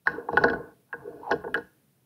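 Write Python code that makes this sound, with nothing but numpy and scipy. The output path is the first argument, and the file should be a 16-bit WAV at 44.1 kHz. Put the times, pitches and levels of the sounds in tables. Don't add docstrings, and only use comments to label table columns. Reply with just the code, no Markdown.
import sys
import numpy as np
from scipy import signal
from scipy.fft import rfft, irfft
from scipy.io import wavfile
from scipy.ndimage import uniform_filter1d

SR = 44100
rng = np.random.default_rng(int(sys.argv[2]) if len(sys.argv) > 2 else 0)


def materialize(psi):
    bounded = np.clip(np.atleast_2d(psi).T, -1, 1)
    quanta = np.round(bounded * 32767).astype(np.int16)
    wavfile.write(sys.argv[1], SR, quanta)


def gain_from_db(level_db):
    decades = np.asarray(level_db, float) / 20
    return 10 ** decades


N = 90404
TIME_S = np.arange(N) / SR
TREBLE_EDGE_HZ = 15700


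def rms_one(x):
    return x / np.sqrt(np.mean(x ** 2) + 1e-20)


def sample(s):
    return np.minimum((np.asarray(s) * SR).astype(int), N - 1)


def level_curve(t, db):
    return gain_from_db(np.interp(TIME_S, t, db, left=-120, right=-120))


# f/Hz, relative spectral density level/dB
BACKGROUND_SPECTRUM = [(40, -27), (130, 4), (450, -10), (1000, -19), (3000, -22.5), (7500, -27.5),
                       (9500, -21), (15700, -21)]
BACKGROUND_DB = -69.5


def background():
    hz, db = np.transpose(BACKGROUND_SPECTRUM)
    f = np.arange(N // 2 + 1) * SR / N + 1
    shape = gain_from_db(np.interp(np.log(f), np.log(hz), db)) * (f < TREBLE_EDGE_HZ)
    noise = irfft(rfft(rng.standard_normal(N)) * shape, N)
    return gain_from_db(BACKGROUND_DB) * rms_one(noise)


ROOM_T60_S, ROOM_DB, ROOM_CUT_HZ = 0.31, -22.5, 11000


def room(x):
    t = np.arange(SR) / SR
    onset = np.minimum(t / 0.024, 1)
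    tail = rng.standard_normal(SR) * gain_from_db(-60 * t / ROOM_T60_S) * onset
    dull = signal.butter(1, ROOM_CUT_HZ, fs=SR, output="sos")
    tail = signal.sosfilt(dull, tail)
    tail = tail / np.sqrt(np.sum(tail ** 2))
    return gain_from_db(ROOM_DB) * signal.fftconvolve(x, tail)[:N]


def ring(clicks, hz, t60):
    r = gain_from_db(-60 / (max(t60, .004) * SR))
    w = 2 * np.pi * hz / SR
    return signal.lfilter([0, np.sin(w)], [1, -2 * r * np.cos(w), r * r], clicks + 1e-18)


def soften(x, seconds):
    r = np.exp(-1 / (abs(seconds) * SR + 1e-3))
    return signal.lfilter([(1 - r) ** 2], [1, -2 * r, r * r], x)


def skirt(x, modes):
    hz = np.array(modes)[:, 0]
    span = [.7 * hz.min(), 1.2 * hz.max()]
    return signal.sosfilt(signal.butter(3, span, "band", fs=SR, output="sos"), x)


GRAINS_PER_S, GRAIN_SPREAD_DB = 1200, 3


def grains():
    spread = np.minimum(rng.exponential(1, N), 4)
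    sizes = gain_from_db(GRAIN_SPREAD_DB * spread) * rng.choice([-1, 1], N)
    return sizes * (rng.random(N) < GRAINS_PER_S / SR)


# f/Hz, relative level/dB, t60/s
TABLE_MODES = [(51.2, -4.5, 0.18), (73.2, 1.5, 0.085), (152.7, 10, 0.068), (209, 6, 0.065)]
BOARD_MODES = [(254.6, -14, 0.17), (308.3, -9.5, 0.11), (409.7, -4, 0.07), (470.4, -2.5, 0.096),
               (677, -6.5, 0.062)]
WALL_MODES = [(837.4, -3, 0.042), (900, -5.5, .05), (1066, -4, 0.037), (1400, -31, 0.23)]
RIM_MODES = [(1482, 0, 0.067), (1626.3, -2, 0.053), (1669.4, -2, 0.03), (1759, -10, 0.029),
             (2050, -31.5, .12)]
HANDLE_MODES = [(2460, -5.5, .04), (2654, 3, 0.033), (2970, 1.5, 0.032), (3300, -1.5, 0.025),
                (4097, -3, 0.03), (4386, 2, 0.018), (5150, -4.5, 0.049), (5710, -2.5, 0.02),
                (6700, -12, 0.02)]
STEEL_MODES = [(2500, -7.5, 0.25), (3920, -7, .2), (5330, -18.5, .25)]
# t/s, level/dB
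TABLE_RUBBING = [(.06, -66), (0.098, -41), (.27, -68), (0.351, -37.5), (0.568, -42), (.7, -67.5),
                 (.91, -94), (.95, -53.5), (1.288, -66.5), (1.326, -41.5), (1.429, -54), (1.58, -50.5),
                 (1.7, -72)]
BOARD_RUBBING = [(.07, -83), (0.098, -40), (.28, -47), (.47, -26), (.6, -37.5), (.8, -69.5), (.91, -87),
                 (.96, -57.5), (1.1, -43), (1.278, -52.5), (1.34, -29), (1.429, -55), (1.59, -36),
                 (1.678, -88.5)]
WALL_RUBBING = [(0.056, -66), (0.061, -43), (0.189, -46), (.26, -60), (0.451, -34.5), (0.721, -62),
                (0.8, -110), (.95, -55), (1.199, -63.5), (1.44, -53.5), (1.531, -64), (1.601, -50.5),
                (1.68, -101)]
HANDLE_RUBBING = [(0.055, -69), (0.078, -53.5), (.24, -85), (0.349, -65), (.38, -56.5), (0.549, -68.5),
                  (0.619, -104), (1.28, -74.5), (1.329, -56.5), (1.42, -89.5), (1.53, -79), (1.56, -62),
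                  (1.75, -98)]
RIM_SHARE_DB = -3


def rub(modes, curve):
    friction = grains()
    body = np.zeros(N)
    for k, (hz, db, t60) in enumerate(modes):
        sign = (-1) ** k
        body += sign * gain_from_db(db) * ring(friction, hz, t60)
    return level_curve(*np.transpose(curve)) * rms_one(skirt(body, modes))


def sliding():
    rubbed = rub(TABLE_MODES, TABLE_RUBBING) + rub(BOARD_MODES, BOARD_RUBBING)
    rubbed += rub(WALL_MODES, WALL_RUBBING)
    rubbed += gain_from_db(RIM_SHARE_DB) * rub(RIM_MODES, WALL_RUBBING)
    return rubbed + rub(HANDLE_MODES + STEEL_MODES, HANDLE_RUBBING)


# t/s, f/Hz, level/dB
NESTING_GLIDE = [(1.21, 900, -62), (1.24, 934, -39.5), (1.29, 840, -36.5), (1.309, 780, -24.5),
                 (1.317, 830, -65)]
NESTING_WIDTH_HZ = 190


def nesting():
    s, hz, db = np.transpose(NESTING_GLIDE)
    smooth = signal.butter(2, NESTING_WIDTH_HZ / 2, fs=SR, output="sos")
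    carrier = np.exp(2j * np.pi * np.cumsum(np.interp(TIME_S, s, hz)) / SR)
    lowered = signal.sosfilt(smooth, grains() * np.conj(carrier))
    band = np.real(lowered * carrier)
    return level_curve(s, db) * rms_one(band)


# t/s, level/dB
SOFT_BUMPS = [(0.178, -25.5), (.342, -26), (0.455, -45), (0.601, -27), (1.051, -31), (1.075, -25.5),
              (1.459, -24.5), (1.559, -29)]
BUMP_CONTACT_S = .002


def bumps():
    s, db = np.transpose(SOFT_BUMPS)
    clicks = np.zeros(N)
    clicks[sample(s)] = gain_from_db(db)
    swell = soften(clicks, BUMP_CONTACT_S)
    out = np.zeros(N)
    for hz, mode_db, t60 in BOARD_MODES[2:4]:
        push = 2 * swell * np.cos(2 * np.pi * (hz * TIME_S + rng.random()))
        out += gain_from_db(mode_db) * ring(push, hz, t60)
    return out


# t/s, level/dB
BRIGHT_CRACKS = [(0.072, -50.5), (0.373, -46.5), (1.313, -53), (1.5421, -42.5)]
CRACK_DECAY_S, CRACK_LOW_HZ = .004, 6500


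def cracks():
    s, db = np.transpose(BRIGHT_CRACKS)
    clicks = np.zeros(N)
    clicks[sample(s)] = gain_from_db(db)
    burst = signal.lfilter([1], [1, -np.exp(-1 / (CRACK_DECAY_S * SR))], clicks + 1e-18)
    band = signal.butter(2, [CRACK_LOW_HZ, TREBLE_EDGE_HZ], "band", fs=SR, output="sos")
    return burst * signal.sosfilt(band, rng.standard_normal(N))


MODE_SCATTER_DB = 2.5


def strike(modes, at, strength_db, contact_s, focus_hz=1, focus_db=0):
    out = np.zeros(N)
    chance = rng.standard_normal((len(at), len(modes)))
    for k, (hz, db, t60) in enumerate(modes):
        off_focus_db = focus_db * np.abs(np.log2(hz / focus_hz))
        clicks = np.zeros(N)
        clicks[at] = gain_from_db(strength_db + db - off_focus_db + MODE_SCATTER_DB * chance[:, k])
        wave = np.exp(2j * np.pi * hz * TIME_S)
        force = 2 * np.real(soften(clicks * np.conj(wave), contact_s) * wave)
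        out += ring(force, hz, t60)
    return skirt(out, modes)


# t/s, rim level/dB, board level/dB, wall level/dB, handle level/dB,
# favoured rim f/Hz, favoured handle f/Hz
CUP_KNOCKS = [(0.0708, -5, -30, -16, -33, 1744, 3917), (0.2863, -37.5, -26, -17, -78, 1650, 3430),
              (0.3289, -38.5, -22, -24, -50, 1700, 4200), (0.371, -5.5, -19.5, -8.5, -27, 1430, 3280),
              (0.4381, -8.5, -11, -32, -27, 1530, 4200), (0.4419, -47.5, -59, -14, -37, 1500, 4350),
              (0.4836, -21, -38, -31, -42.5, 1550, 4070), (0.4984, -24, -22, -29, -34, 1640, 3620),
              (0.532, -25, -22, -27.5, -50, 1460, 4100), (0.9281, -23.5, -60, -30.5, -48.5, 1610, 2450),
              (0.9367, -30, -34, -39, -58, 1480, 2420), (1.3113, -15, -17, -16, -31, 1510, 4550),
              (1.3189, -20, -37.5, -35, -35, 1700, 3000), (1.3263, -37, -24, -21, -41.5, 1600, 4500),
              (1.439, -38.5, -31, -35, -72.5, 1500, 2330), (1.445, -35.5, -32, -31, -67, 1455, 2330),
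              (1.4761, -44, -28, -27.5, -75, 1600, 2980), (1.5426, -13, -35, -46, -28.5, 1586, 3050),
              (1.5517, -14, -28.5, -26, -53, 1460, 2300), (1.5754, -25.5, -29, -29, -46.5, 1520, 4200)]
# rim t/s, board t/s, wall t/s, handle t/s
CONTACT_TIMES = [0.00055, 0.0011, 0.001002, 0.00014]
RIM_FOCUS_DB, HANDLE_FOCUS_DB = 45, 27.5


def knocks():
    s, rim_db, board_db, wall_db, handle_db, rim_hz, handle_hz = np.transpose(CUP_KNOCKS)
    rim_s, board_s, wall_s, handle_s = CONTACT_TIMES
    at = sample(s)
    rims = strike(RIM_MODES, at, rim_db, rim_s, rim_hz, RIM_FOCUS_DB)
    board = strike(BOARD_MODES, at, board_db, board_s)
    walls = strike(WALL_MODES, at, wall_db, wall_s)
    handles = strike(HANDLE_MODES, at, handle_db, handle_s, handle_hz, HANDLE_FOCUS_DB)
    return rims + board + walls + handles


def scene():
    cups = sliding() + nesting() + bumps() + cracks() + knocks()
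    return (cups + room(cups))[None]


def low_pass(x):
    return signal.sosfilt(signal.butter(12, 16470, fs=SR, output="sos"), x)


GATE_OPEN_DB, GATE_WIDTH_DB, GATE_LIFT_DB = -45, 19, 8
GATE_RELEASE_DB_PER_S = 116
MIC_LOW_HZ = 46


def record(dry):
    level = 10 * np.log10(uniform_filter1d(dry[0] ** 2, size=441) + 1e-12)
    ramp = GATE_RELEASE_DB_PER_S * TIME_S
    held = np.maximum.accumulate(level + ramp) - ramp
    closing = np.exp(np.clip((GATE_OPEN_DB - held) / GATE_WIDTH_DB, -30, 30))
    gate_db = GATE_LIFT_DB / (1.0 + closing)
    low_cut = signal.butter(4, MIC_LOW_HZ, "high", fs=SR, output="sos")
    mix = signal.sosfilt(low_cut, dry + background() * gain_from_db(gate_db))
    return low_pass(mix)


dry = scene()
out = record(dry)
materialize(out)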